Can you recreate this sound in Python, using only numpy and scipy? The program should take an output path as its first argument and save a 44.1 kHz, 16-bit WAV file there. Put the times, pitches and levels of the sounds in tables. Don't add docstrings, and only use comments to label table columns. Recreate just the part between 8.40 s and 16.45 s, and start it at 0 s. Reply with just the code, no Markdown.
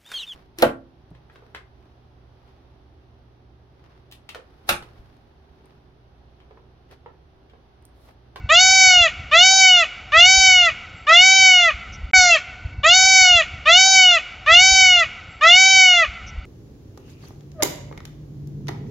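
import sys
import numpy as np
from scipy import signal
from scipy.fft import rfft, irfft
from scipy.io import wavfile
from scipy.ndimage import uniform_filter1d

SR = 44100
rng = np.random.default_rng(int(sys.argv[2]) if len(sys.argv) > 2 else 0)


def waveform_to_disk(signal):
    frames = np.transpose(np.atleast_2d(signal))
    scaled = np.clip(frames, -1, 1) * 32767
    samples = np.round(scaled).astype(np.int16)
    wavfile.write(sys.argv[1], SR, samples)


N = 355181
PASSAGE_S, DROPOUT_START_S, DROPOUT_END_S = 4.34213, 3.713, 3.734
SIZE = round(PASSAGE_S * SR)
TIME = np.arange(SIZE) / SR
BINS = np.fft.rfftfreq(SIZE, 1 / SR)


# (start [s], length [s], attack [s], level [dB], fade [dB],
# top pitch [Hz], rise [s], sag [Hz], throat tuning [x], beak tuning [x], beak boost [dB],
# mid-call beak swell or pinch [dB], closing "ow" [dB], treble [dB], dulling over the call [dB])
CALLS = [(0.089, .600, 0.0078, -1.23, 3, 761.4, .124, 115.7, 1, .86, -8, 4.5, 4, 25, 1.6),
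         (0.912, 0.54, 0.013, 1.77, 9, 764.8, .139, 110.6, 1.02, .92, -4, -12.5, 7, 24, .4),
         (1.719, 0.59, 0.019, 2, 12.5, 763.2, .172, 109.5, 1.003, 1, 2.34, -2.5, 0.5, 25, 1.2),
         (2.667, .650, 0.016, -0.23, 9.5, 764.8, .183, 127.6, 1.007, .99, 4, 4, -3, 26, 2.5),
         (3.402, .581, .01, 6, 9.5, 761.4, .15, 129.4, 0.942, 0.67, -10.5, 26.5, -4.5, 17.5, -9.5)]

def peacock():
    out = np.zeros(SIZE)
    for row in CALLS:
        add(out, *call(*row))
    return out


# (position [share of call], effort [dB], resonance before tuning [Hz], height before boost [dB])
BEAK_GESTURE = [(0, -3, 1430, 19), (.08, 0.5, 1542, 10), (.16, -1, 2340, 8.5), (.28, -4.5, 2500, 12.5),
                (.45, -6, 2670, 12.5), (.62, 0, 2614, 17), (.83, -2.5, 2316, 9), (1, 2, 1345, 6.5)]
# (frequency before tuning [Hz], width [Hz], height [dB])
THROAT_RESONANCES = [(1904, 226, 12), (1998, 119, 4), (2214, 120, 10), (2457, 306, 24), (2851, 229, 24),
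                     (3426, 219, 15)]

def call(start, length, attack_s, db, fade_db, top_hz, rise_s, sag_hz, throat_tuning, beak_tuning,
         boost_db, middle_db, ow_db, treble_db, dulling_db,
         edge_db=42, release_s=.012, dull_db_per_hz=.2034, hiss_edge_share=.39):
    end = start + length
    cut = start < DROPOUT_END_S < end
    t = np.arange(round((DROPOUT_END_S if cut else start) * SR), round(end * SR)) / SR
    share = (t - start) / length
    places, *columns = np.transpose(BEAK_GESTURE)
    effort_db, beak_hz, beak_db = (np.interp(share, places, c) for c in columns)
    pitch_hz = pitch_arch(t, start, length, top_hz, rise_s, sag_hz)
    edges_db = edge_db * (np.exp((start - t) / attack_s) + np.exp((t - end) / release_s))
    level_db = db + effort_db - fade_db * share - edges_db
    bright_db = treble_db - dulling_db * share - dull_db_per_hz * (top_hz - pitch_hz)
    if cut:
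        level_db -= 12 * np.exp((t[0] - t) / .0073)
        bright_db -= 26 * np.exp((t[0] - t) / .011)
    beak_db += boost_db + middle_db * bell(share, centre=.46, spread=.11)
    resonances = [(throat_tuning * hz, width, height) for hz, width, height in THROAT_RESONANCES]
    resonances += [
        (beak_tuning * beak_hz, 875, beak_db),
        (3680, 480, 5.5 - 10.5 * share),
        (2690, 710, ow_db * bell(share, centre=.828, spread=.073))]
    voice = syrinx(t, level_db, pitch_hz, resonances, bright_db)
    breath_db = level_db + (1 - hiss_edge_share) * edges_db
    return t[0], voice + breath(breath_db, top_hz - pitch_hz)


def pitch_arch(t, start, length, top_hz, rise_s, sag_hz, top_share=.412, scoop_hz=105.43, creep_hz=24.68):
    age, left = t - start, start + length - t
    past_top = age / length - top_share
    catch = 72.65 * np.exp(-age / .028)
    scoop = scoop_hz * np.maximum(1 - age / rise_s, 0)
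    creep = creep_hz * np.maximum(-past_top / top_share, 0)
    sag = sag_hz * np.maximum(past_top / (1 - top_share), 0) ** 2.31
    drop = 126 * np.exp(-left / .015)
    return top_hz - catch - scoop - creep - sag - drop


# (frequency [Hz], gain [dB])
SYRINX_SPECTRUM = [(580, -7.5), (760, -3), (1150, -4), (1500, -6.5), (2400, -20.5), (3800, -12),
                   (4400, -15.5), (4900, -23.5), (5400, -23.5), (6100, -20.5), (6900, -24), (7600, -31.5)]

def syrinx(t, level_db, pitch_hz, resonances, bright_db, shimmer_db=1.44, pulse_spread=.21, slack_hz=630):
    settled = t > t[np.argmax(pitch_hz)]
    clean_hz = np.where(settled, 705, 765)
    slack = np.clip((clean_hz - pitch_hz) / (clean_hz - slack_hz), 0, 1)
    turns = np.cumsum(pitch_hz * (1 + .0009 * flutter(t, 40))) / SR
    turns += .005 * slack * flutter(t, 220)
    hz = np.arange(1, 14)[:, None] * pitch_hz
    shape_db = read(SYRINX_SPECTRUM, hz) + sum(db * hump(hz, f, width) for f, width, db in resonances)
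    shape_db += bright_db * np.clip((hz - 3000) / 2000, 0, 1)
    rolloff = np.clip((8400 - hz) / 800, 0, 1)
    partials = np.sqrt(2) * amp(level_db + shape_db) * rolloff
    voice = np.zeros(len(t))
    for k, partial in enumerate(partials, 1):
        angle = 2 * np.pi * k * turns + pulse_spread * k ** 2
        rasp = flutter(t, 260) * np.cos(angle) + flutter(t, 390) * np.sin(angle)
        roughness = .0016 * k ** 2.5 * slack
        shimmer = amp((shimmer_db + .057 * k ** 2 * slack) * flutter(t, 57))
        voice -= partial * (shimmer * np.cos(angle) + roughness * rasp)
    return voice * signal.windows.tukey(len(t), .01)


# (frequency [Hz], relative density [dB])
BREATH_SPECTRUM = [(300, -32), (900, -3), (2500, 2.5), (3600, -0.5), (5000, -4.5), (7500, -15.5)]

def breath(level_db, below_top_hz, held_db=-34, slack_db=-18.5, slack_span_hz=130):
    slack = np.clip(below_top_hz / slack_span_hz, 0, 1)
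    air = noise(amp(read(BREATH_SPECTRUM, BINS)))[:len(slack)]
    return air * amp(level_db + held_db + (slack_db - held_db) * slack)


# (delay [s], gain [dB])
NEAR_REFLECTIONS = [(.0047, -24.5), (.0083, -33), (.0125, -26.5), (.0185, -25), (.026, -26), (.041, -43)]
# (delay [s], gain before colouring [dB])
FAR_ECHOES = [(.09, -50), (.13, -51.5), (.176, -43.5), (.33, -52.5)]
# (frequency [Hz], gain [dB])
FAR_COLOUR = [(600, -3.5), (1400, 6.5), (2300, 0.5), (3000, -7.5), (3700, -7.5), (4500, -9.5),
              (5500, -11.5), (7500, -18)]
# (frequency [Hz], time to fall 60 dB [s])
TAIL_DECAY = [(600, 4.9), (2300, 3), (4500, 4.5), (7500, 0.39)]

def garden(calls, scatter_s=.023, scatter_db=-15, tail_db=-52.5, build_s=.33, taps_per_s=3000):
    taps = rng.standard_normal(SIZE) * (rng.random(SIZE) < taps_per_s / SR)
    hz, t, spectra = signal.stft(taps * np.clip(TIME / build_s, 0, 1), SR, nperseg=256)
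    decay = amp(-60 * t / read(TAIL_DECAY, hz)[:, None])
    tail = signal.istft(spectra * decay, SR, nperseg=256)[1][:SIZE]
    diffuse = amp(tail_db) * rfft(unit(tail)) / np.sqrt(SIZE)
    far = (diffuse + delayed(FAR_ECHOES)) * amp(read(FAR_COLOUR, BINS))
    scatter = amp(scatter_db) * rfft(unit(taps * np.exp(-TIME / scatter_s))) / np.sqrt(SIZE)
    scatter *= 1 - hump(BINS, 0, 9000)
    response = 1 + delayed(NEAR_REFLECTIONS) + scatter + far
    return irfft(rfft(calls) * response, SIZE) + foliage(calls)


# (frequency [Hz], relative density [dB])
FOLIAGE_SPECTRUM = [(500, -14), (1000, -12), (1400, 1), (1700, -9), (2300, 4.5), (3000, -1.5), (3800, -12),
                    (5000, -18), (7500, -21)]

def foliage(calls, wash_db=-41, t60_s=1.44):
    keep = np.exp(-np.log(1e6) / (t60_s * SR))
    power = signal.lfilter([1 - keep], [1, -keep], calls ** 2)
    return amp(wash_db) * np.sqrt(power) * noise(amp(read(FOLIAGE_SPECTRUM, BINS)))


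# (time [s], relative level [dB])
BREEZE = [(0.0, -38.5), (0.1, -44.5), (0.34, -48.5), (0.82, -44), (1.09, -48.5), (1.27, -56), (1.49, -52.5),
          (1.82, -44), (2.55, -48.5), (2.74, -51), (2.97, -63), (3.21, -52), (3.5, -42.5), (3.69, -42),
          (4.01, -50), (4.34, -41)]
# (frequency [Hz], relative density [dB])
RUMBLE_SPECTRUM = [(12, -52.5), (20, -20), (43, -1.5), (65, 0.5), (97, -4.5), (162, -13), (222, -16),
                   (285, -22), (400, -31), (520, -53.5), (880, -120)]
# (time [s], peak before the low cut [dB], frequency [Hz])
MICROPHONE_BUMPS = [(.048, -17, 68), (.614, -21.5, 70), (.8, -25.5, 80), (1.788, -26, 80), (1.882, -26, 65),
                    (1.986, -21.5, 50), (3.349, -25.5, 55), (3.619, -24, 65), (3.646, -18.5, 55),
                    (3.789, -22, 60), (4.259, -17.5, 72)]

def wind(rumble_gain_db=3, bump_cycles=.49, eddies_per_s=2.5, eddy_db=-33.5, eddy_hz=85, low_cut_hz=30):
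    breeze = amp(rumble_gain_db + np.interp(TIME, *np.transpose(BREEZE)))
    out = breeze * noise(amp(read(RUMBLE_SPECTRUM, BINS)) * hump(BINS, 0, 1900))
    draws = rng.random((round(eddies_per_s * PASSAGE_S), 2))
    lesser_eddies = [(when * PASSAGE_S, eddy_db, eddy_hz * 2 ** (octave - .5)) for when, octave in draws]
    for s, db, hz in MICROPHONE_BUMPS + lesser_eddies:
        cycles = (TIME - s) * hz
        out += amp(db) * bell(cycles, 0, bump_cycles) * np.cos(2 * np.pi * cycles)
    return signal.sosfiltfilt(signal.butter(2, low_cut_hz, "highpass", fs=SR, output="sos"), out)


# (start [s], length [s], frequency [Hz], width [Hz], level [dB])
DISTANT_CHIPS = [(2.521, 0.15, 7767, 755.4, -58), (3.52, 0.048, 5750, 1400, -45),
                 (2.8, 0.1, 7290, 530, -60)]

def small_bird():
    out = np.zeros(SIZE)
    for s, length, hz, width, db in DISTANT_CHIPS:
        swell = np.sin(np.pi * np.clip((TIME - s) / length, 0, 1))
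        out += amp(db) * swell * noise(bell(BINS, hz, width / 2))
    return out


# (frequency [Hz], relative density [dB])
HUSH_SPECTRUM = [(60, -26.5), (200, 0), (350, -3), (600, -1.5), (1000, -4.5), (1400, -13), (1700, -11.5),
                 (2300, -13), (3000, -18), (4000, -23.5), (7500, -28)]

def hush(level_db=-53):
    return amp(level_db) * noise(amp(read(HUSH_SPECTRUM, BINS)))


def amp(db):
    return 10 ** (np.asarray(db) / 20)


def unit(x):
    return x / np.sqrt(np.mean(abs(x) ** 2) + 1e-20)


def read(points, hz):
    f, value = np.transpose(points)
    return np.interp(np.log(hz + 1), np.log(f + 1), value)


def add(mix, s, sound):
    part = mix[max(round(s * SR), 0):][:len(sound)]
    part += sound[:len(part)]


def hump(hz, centre_hz, width_hz):
    return 1 / (1 + (2 * (hz - centre_hz) / width_hz) ** 2)


def bell(x, centre, spread):
    return np.exp(-((x - centre) / spread) ** 2)


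def noise(gains):
    return unit(irfft(rfft(rng.standard_normal(SIZE)) * gains, SIZE))


def flutter(t, rate_hz):
    lowpass = signal.butter(6, rate_hz, fs=SR, output="sos")
    return unit(signal.sosfilt(lowpass, rng.standard_normal(SR)))[-len(t):]


def delayed(paths):
    return sum(amp(db) * np.exp(-2j * np.pi * BINS * delay) for delay, db in paths)


def scene():
    passage = garden(peacock()) + wind() + small_bird() + hush()
    passage *= (TIME < DROPOUT_START_S) | (TIME > DROPOUT_END_S)
    return np.tile(np.resize(passage, N), (2, 1))


def record(dry, bass_hz=300, threshold_db=-26, ceiling=.94, edge_hz=7620):
    bass = signal.sosfiltfilt(signal.butter(2, bass_hz, fs=SR, output="sos"), dry)
    upper = dry - bass
    power = uniform_filter1d(uniform_filter1d(upper[0] ** 2, 300), 300)
    over_db = np.maximum(10 * np.log10(abs(power) + 1e-12) - threshold_db, 0)
    held = bass + upper * amp(-over_db / 2)
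    rounded = held / (1 + (held / ceiling) ** 12) ** (1 / 12)
    band_limit = signal.firwin(1023, edge_hz, window=("kaiser", 8), fs=SR)
    return signal.oaconvolve(rounded, band_limit[None], "same")


dry = scene()
out = record(dry)
waveform_to_disk(out)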